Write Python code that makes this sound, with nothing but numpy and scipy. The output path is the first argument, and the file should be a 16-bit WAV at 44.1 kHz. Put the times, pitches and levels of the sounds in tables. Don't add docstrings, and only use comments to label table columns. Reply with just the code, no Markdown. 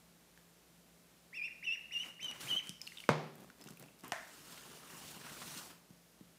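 import sys
import numpy as np
from scipy import signal
from scipy.fft import rfft, irfft
from scipy.io import wavfile
from scipy.ndimage import uniform_filter1d

SR = 44100
rng = np.random.default_rng(int(sys.argv[2]) if len(sys.argv) > 2 else 0)


def master_out(mix):
    frames = np.transpose(np.atleast_2d(mix))
    ceiling = np.clip(frames, -1, 1)
    pcm = np.round(ceiling * 32767).astype(np.int16)
    wavfile.write(sys.argv[1], SR, pcm)


N = 281622
TIME = np.arange(N) / SR

# freq_hz, t60_s
ROOM_DECAY = [(100, 0.65), (250, 0.99), (700, 0.54), (1500, 0.59), (3000, 0.59), (5500, 0.59), (9000, 0.28),
              (15000, 0.12)]
# freq_hz, gain_db
AIR_SPECTRUM = [(15, -53), (25, -45.5), (44, -16.5), (69, -10.5), (86, -21.5), (140, -10), (169, -7.5),
                (304, -10.5), (565, -13), (646, -12.5), (700, -16), (1890, -20), (3240, -20.5),
                (12800, -24.5), (15400, -28)]
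# pitch_hz, level_db
FAN_TONES = [(60, -83), (120, -85.5), (171, -73.5), (242, -84.5)]
# start_s, level_db, pitch_hz
BUBBLES = [(0.3756, -48.5, 1690), (2.809, -46, 2350), (2.8155, -31.5, 5120), (2.869, -36.5, 4280),
           (2.8747, -32.5, 2750), (2.921, -40, 2050), (2.972, -40, 2800), (2.974, -36, 3560),
           (2.984, -37, 3020), (3.0026, -36, 2860), (3.039, -37.5, 2210), (3.501, -47.5, 1400),
           (3.622, -46, 5060), (3.671, -46.5, 2770), (3.685, -44, 1360), (3.773, -47, 2510),
           (3.84, -49.5, 2550), (3.885, -49, 2600)]
# start_s, level_db, centre_hz
BILL_TICKS = [(0.376, -53, 3500), (2.816, -37.5, 7300), (2.875, -40.5, 6900), (3.004, -42, 5400),
              (3.355, -47, 14000), (3.501, -44.5, 2200), (3.613, -41, 5000), (3.640, -44, 6800),
              (3.675, -44, 5000), (3.688, -42, 5500), (3.707, -44, 8900), (3.772, -47, 11970),
              (3.797, -42, 12000), (3.825, -46.5, 7000), (4.046, -43, 7160), (4.08, -41, 12000)]
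# start_s, length_s, crest_s, low_s, dip_s, crest_hz, low_hz, second_crest_hz, level_db
PEEP_CALLS = [(1.326, .160, .040, 0.068, .083, 2800, 2410, 2790, -42.5),
              (1.624, .137, 0.03, 0.063, .037, 2965, 2660, 2850, -36.5),
              (1.907, .136, 0.026, .047, .078, 2945, 2810, 3010, -39.5),
              (2.191, .138, .038, .106, 0.0855, 3120, 2915, 2940, -43.5),
              (2.467, .138, .031, 0.055, .091, 3250, 2952, 3180, -35.5)]
# freq_hz, gain_db
PEEP_SPREAD = [(1900, 9), (2600, 3.3), (3100, 1.5), (5500, 2)]
# start_s, length_s, scrape_db, hiss_db
FINGER_RUBS = [(1.92, .11, -66.5, -66), (2.032, 0.038, -56.5, -62), (2.215, .09, -58.5, -66.5),
               (2.33, .06, -57.5, -64), (2.395, .085, -51, -53), (2.48, .08, -54.5, -57),
               (2.62, .06, -64, -63.5), (2.814, .24, -71.5, -65), (4.027, 0.044, -53, -69.5),
               (4.134, .11, -64, -66)]
# time_s, scrape_db, hiss_db
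HAND_SLIDE = [(4.26, -63.5, -63.5), (4.44, -64, -63), (4.508, -61, -60.5), (4.868, -61.5, -63.5),
              (4.902, -57.5, -59.5), (5.134, -58, -56), (5.172, -57.5, -60.5), (5.588, -55, -52.5),
              (5.684, -62, -61.5), (5.7, -58.5, -60.5), (5.8, -74, -77)]
# freq_hz, gain_db
SCRAPE_SPECTRUM = [(40, -29), (80, -12.5), (115, -6.5), (155, 3.5), (200, -2), (250, 0), (400, -4.5),
                   (700, -8), (1000, -5.5), (1400, -7), (2200, -14), (2900, -10.5), (4000, -28.5),
                   (9000, -37.5)]
SKIN_SPECTRUM = [(300, -27), (1500, -3.5), (2200, -4.5), (3000, 0), (3700, 1.5), (6000, 1.5), (9000, 1),
                 (12000, -3.5), (15500, -4)]
# start_s, thud_db, thud_hz, click_db
FINGER_BUMPS = [(2.026, -52, 160, -52), (2.23, -52, 199, -35), (2.245, -63, 248, -39),
                (2.313, -58, 200, -35), (2.672, -54, 200, -37), (2.6937, -35.5, 191, -26.5),
                (3.706, -40, 195, -44), (4.037, -44.5, 340, -42), (5.905, -41.5, 192, -52),
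                (6.2097, -39, 244, -54)]
# start_s, level_db, centre_hz, decay_s
SKIN_CATCHES = [(2.407, -38.5, 5960, .0085), (4.523, -39.5, 5050, 0.0047), (4.574, -40, 1500, .007),
                (4.831, -42.5, 1400, .005), (5.075, -41.5, 4200, 0.032), (5.211, -37.5, 1700, 0.0061),
                (5.263, -38.5, 1510, .01), (5.293, -36.5, 2000, 0.0076), (5.416, -36.5, 1150, .013),
                (5.365, -42, 1800, .006), (5.482, -37, 1900, 0.0043), (5.572, -34, 5500, 0.01),
                (5.701, -45, 1200, .009)]
# freq_hz, gain_db
KNOCK_SPECTRUM = [(40, -53), (85, -20), (135, 3.5), (260, -2), (340, -9.5), (520, -2), (780, 2.5),
                  (1000, -.5), (1500, -8), (2200, -8.5), (3200, -15), (5000, -19), (8000, -26.5),
                  (15000, -38)]
TAP_SPECTRUM = [(100, -22), (440, -21), (630, 2), (1200, -3.5), (1900, 2), (2500, -9), (4200, -17),
                (7000, -16), (11000, -22), (15000, -26)]
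# pitch_hz, level_db, t60_s
WALL_MODES = [(617, -17.5, 0.022), (970, -11.5, 0.01), (1490, -17.5, 0.0083), (2180, -25, 0.014)]
TUB_RING = [(135, -38, 0.29), (152.4, -30, 0.37), (225, -44.5, 0.61), (254, -46, .5), (363, -44.5, 0.62),
            (395, -48, 0.92), (471.4, -35, 0.38), (547, -40.5, 0.43), (612, -50, 0.42), (745, -53.5, 0.3),
            (872, -46, 0.23), (990, -36, 0.17), (1133, -52, 0.32), (1364, -41, 0.24), (1580, -44, 0.25),
            (2185, -46, 0.3)]
TAP_RING = [(683, -30, 0.047), (1070, -36, 0.022), (2750, -27.5, 0.0073), (6400, -26.5, 0.0029),
            (648, -43.5, 0.21), (1044, -48.5, 0.33), (1561, -57, .45), (1720, -59, 0.24), (1813, -50, 0.47)]
# start_s, length_s, level_db
FOOTSTEPS = [(3.376, 0.058, -57.5), (3.577, 0.048, -60), (3.642, 0.06, -59.5), (3.797, 0.02, -56),
             (3.864, .015, -66.5)]


def amp(db):
    return 10 ** (np.asarray(db) / 20)


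def unit(x):
    return x / np.sqrt(np.mean(x ** 2) + 1e-20)


def curve_at(points, hz):
    freqs, values = np.transpose(points)
    return np.interp(np.log(hz + 1), np.log(freqs + 1), values)


def add(mix, start_s, sound):
    part = mix[round(start_s * SR):][:len(sound)]
    part += sound[:len(part)]


def equalise(x, spectrum):
    gain = amp(curve_at(spectrum, np.fft.rfftfreq(len(x), 1 / SR)))
    return irfft(rfft(x) * gain, len(x))


def coloured(x, spectrum):
    return unit(equalise(x, spectrum))


def drift(rate_hz):
    hz = np.fft.rfftfreq(N, 1 / SR)
    return unit(irfft(rfft(rng.standard_normal(N)) / (1 + (hz / rate_hz) ** 4), N))


def ramp(t, start, end):
    return np.clip((t - start) / max(end - start, 1e-4), 0, 1)


def swell(start_s, length_s, attack_s=.018, fade_db_per_s=200):
    fade = amp(-fade_db_per_s * np.maximum(TIME - start_s - length_s, 0))
    return ramp(TIME, start_s, start_s + attack_s) * fade


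def ring(hz, t60_s, glide=0., size=32768):
    t = TIME[:size]
    pitch = hz * (1 + glide * np.minimum(t / t60_s, 1))
    return amp(-60 * t / t60_s) * np.sin(2 * np.pi * np.cumsum(pitch) / SR)


def snap(centre_hz, decay_s, size=2048):
    band_hz = np.clip([centre_hz / 2, centre_hz * 1.5], 50, SR / 2 - 500)
    burst = rng.standard_normal(size) * np.exp(-TIME[:size] / decay_s)
    crack = signal.lfilter(*signal.butter(1, band_hz, "band", fs=SR), burst)
    return crack / abs(crack).max()


def grains(per_s, spread_db):
    sizes = amp(spread_db * np.minimum(rng.exponential(1, N), 5))
    return unit(sizes * rng.choice([-1., 1.], N) * (rng.random(N) < per_s / SR))


def patchy(x, depth_db):
    bands = signal.stft(x, SR, nperseg=512, noverlap=384)[2]
    patches = uniform_filter1d(rng.standard_normal(bands.shape), 6, axis=0)
    patches = unit(uniform_filter1d(patches, 14, axis=1))
    return unit(signal.istft(bands * amp(depth_db * patches), SR, nperseg=512, noverlap=384)[1][:N])


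def room(x, first_echo_s=.002, echoes_per_s=5000, early_db=5, early_s=.014, size=32768):
    t = TIME[:size]
    echoes = rng.choice([-1., 1.], size) * (rng.random(size) < echoes_per_s / SR) * (t > first_echo_s)
    echoes *= amp(early_db * np.exp(-t / early_s))
    hz, frame_s, bands = signal.stft(echoes, SR, nperseg=256)
    decay = amp(-60 * frame_s / curve_at(ROOM_DECAY, hz)[:, None])
    tail = signal.istft(bands * decay, SR, nperseg=256)[1]
    return signal.fftconvolve(x, tail / np.linalg.norm(tail))[:N]


def air_and_fan(air_db=-66, waver=.295):
    fan = np.zeros(N)
    for hz, db in FAN_TONES:
        level = np.sqrt(2) * amp(db) * (1 + waver * drift(4.9))
        fan += level * np.sin(2 * np.pi * hz * TIME + waver * drift(6.7))
    return fan + amp(air_db) * coloured(rng.standard_normal(N), AIR_SPECTRUM)


def dabbling(nibbling_s=(3.4, 4.6), nibble_count=22, nibble_db=-50, nibble_hz=8500):
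    bubbles, ticks = np.zeros(N), np.zeros(N)
    onset = 1 - np.exp(-TIME[:2048] / .00019)
    for start_s, db, hz in BUBBLES:
        add(bubbles, start_s, amp(db) * onset * ring(hz, t60_s=.012, glide=.11, size=2048))
    nibbles = [(np.interp(when, (-1, 1), nibbling_s), nibble_db + 4 * strength, nibble_hz * 2 ** octaves)
               for when, strength, octaves in rng.uniform(-1, 1, (nibble_count, 3))]
    for start_s, db, hz in BILL_TICKS + nibbles:
        add(ticks, start_s, amp(db) * snap(hz, decay_s=.0015))
    return bubbles + ticks + room(amp(-9) * bubbles + amp(-8) * ticks)


def peep_contour(t, call, start_hz=1679, end_hz=1500, fall_s=.018):
    _, length_s, crest_s, low_s, _, crest_hz, low_hz, second_crest_hz, db = call
    drop_s = length_s - fall_s
    rise = (start_hz - crest_hz) * (1 - ramp(t, 0, crest_s)) ** 1.8
    sag = (low_hz - crest_hz) * np.sin(np.pi / 2 * ramp(t, crest_s, low_s)) ** 1.695
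    climb = (second_crest_hz - low_hz) * np.sin(np.pi / 2 * ramp(t, low_s, drop_s)) ** 4.21
    drop = (end_hz - second_crest_hz) * ramp(t, drop_s, length_s) ** 1.5
    level_db = np.interp(t, [0, crest_s, crest_s + .021, drop_s - .032, drop_s, length_s],
                         [-53.5, db - 7.5, db, db, db - 4.5, -55])
    return crest_hz + rise + sag + climb + drop, level_db


def peep_dips(depth_db=-12, half_width_s=.004):
    centres_s = [start_s + dip_s for start_s, _, _, _, dip_s, *_ in PEEP_CALLS]
    return amp(depth_db * sum(np.exp(-((TIME - s) / half_width_s) ** 2) for s in centres_s))


def peeps(jitter=.0092, flutter_db=1.4, edge_offset_hz=760, throat_hz=5250, wall_delay_s=.002603):
    voice = np.zeros(N)
    waver, flutter, rasp = drift(200), drift(115), drift(610)
    edge_phase = 2 * np.pi * np.cumsum(edge_offset_hz * (1 + .1 * drift(230))) / SR
    husk_spectrum = [(1200, -45), (1900, -5), (2500, 3), (3300, -14), (5000, -52)]
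    husk = amp(-27) * coloured(rng.standard_normal(N), husk_spectrum)
    for call in PEEP_CALLS:
        start_s, length_s = call[:2]
        t = TIME[:round(length_s * SR)]
        span = round(start_s * SR) + np.arange(len(t))
        hz, level_db = peep_contour(t, call)
        phase = 2 * np.pi * np.cumsum(hz * (1 + jitter * waver[span])) / SR
        whistle = amp(level_db) * (np.sin(phase) + husk[span]) * signal.windows.tukey(len(t), .06)
        throat = 1 / np.sqrt(1 + (throat_hz / (2 * hz)) ** 24)
        upper = amp(-17.5) * (np.sin(3 * phase) + np.sin(4 * phase))
        overtones = amp(-58.5) * throat * (np.sin(2 * phase) + upper)
        hoarse_edge = amp(-64.5) * (hz / 3000) ** 6 * np.sin(phase + edge_phase[span])
        bright = (overtones + hoarse_edge) * signal.windows.tukey(len(t), .28)
        roughness = amp(flutter_db * flutter[span]) * (1 + amp(-23) * rasp[span])
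        add(voice, start_s, np.sqrt(2) * (whistle + bright) * roughness)
    wall_echo = amp(-12) * np.interp(TIME - wall_delay_s, TIME, voice)
    reverb = amp(-9.8) * room(equalise(voice, PEEP_SPREAD))
    return peep_dips() * (voice + wall_echo + reverb)


def hand_rubbing(grip_db=.77, lumps_db=1.1):
    times_s, *levels_db = np.transpose(HAND_SLIDE)
    contact = swell(times_s[0], times_s[-1] - times_s[0])
    scrape_level, hiss_level = (contact * amp(np.interp(TIME, times_s, db)) for db in levels_db)
    for start_s, length_s, scrape_db, hiss_db in FINGER_RUBS:
        rub = swell(start_s, length_s)
        scrape_level = np.hypot(scrape_level, amp(scrape_db) * rub)
        hiss_level = np.hypot(hiss_level, amp(hiss_db) * rub)
    slips = grains(per_s=6000, spread_db=2.2)
    lumpy_slips = slips * amp(lumps_db * drift(52))
    scrape = patchy(coloured(lumpy_slips, SCRAPE_SPECTRUM), depth_db=2.5)
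    hiss = patchy(coloured(.75 * slips + rng.standard_normal(N), SKIN_SPECTRUM), depth_db=1.6)
    grip = amp(grip_db * drift(41))
    return grip * (amp(.4) * scrape_level * scrape + amp(2.5) * hiss_level * hiss)


def finger_bumps(room_db=-9):
    out = np.zeros(N)
    for start_s, thud_db, thud_hz, click_db in FINGER_BUMPS:
        add(out, start_s, amp(thud_db) * ring(thud_hz, t60_s=.019, glide=-.32, size=4096))
        add(out, start_s, amp(click_db) * snap(centre_hz=6000, decay_s=.00046))
    return out + amp(room_db) * room(out)


def skin_scratches(rise_s=.0019):
    out = np.zeros(N)
    onset = 1 - np.exp(-TIME[:4096] / rise_s)
    for start_s, db, hz, decay_s in SKIN_CATCHES:
        add(out, start_s, amp(db) * onset * snap(hz, decay_s, size=4096))
    return out


def blow(spectrum, modes, start_s, push_db, room_db, size=4096):
    log_gain = np.log(amp(curve_at(spectrum, abs(np.fft.fftfreq(size, 1 / SR)))))
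    minimum_phase = np.exp(np.conj(signal.hilbert(log_gain)))
    push = np.fft.ifft(minimum_phase).real[:size // 2]
    out = np.zeros(N)
    add(out, start_s, -amp(push_db) * push / np.linalg.norm(push))
    out += amp(room_db) * room(out)
    for hz, db, t60_s in modes:
        add(out, start_s + rng.random() / hz, amp(db) * ring(hz, t60_s))
    return out


def shuffling():
    spectrum = [(50, -27), (150, .5), (300, -6.5), (700, -14), (2500, -23), (6000, -31), (15000, -31)]
    level = sum(amp(db) * swell(start_s, length_s, attack_s=.013, fade_db_per_s=166)
                for start_s, length_s, db in FOOTSTEPS)
    return level * coloured(grains(per_s=700, spread_db=3), spectrum)


def scene(bass_cut_hz=113):
    knock = blow(KNOCK_SPECTRUM, WALL_MODES + TUB_RING, start_s=3.0909, push_db=-2.5, room_db=-1.1)
    tap = blow(TAP_SPECTRUM, TAP_RING, start_s=4.1208, push_db=-12.5, room_db=0)
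    duckling = peeps() + dabbling() + shuffling()
    bass_cut = signal.butter(5, bass_cut_hz, "high", fs=SR, output="sos")
    thinned = signal.sosfilt(bass_cut, duckling + knock + tap + finger_bumps())
    mono = thinned + hand_rubbing() + skin_scratches() + air_and_fan()
    return np.array([mono, mono])


def record(dry):
    lowpass = signal.firwin(511, cutoff=15600, window=("kaiser", 9), fs=SR)
    return signal.oaconvolve(dry, lowpass[None], "same")


dry = scene()
out = record(dry)
master_out(out)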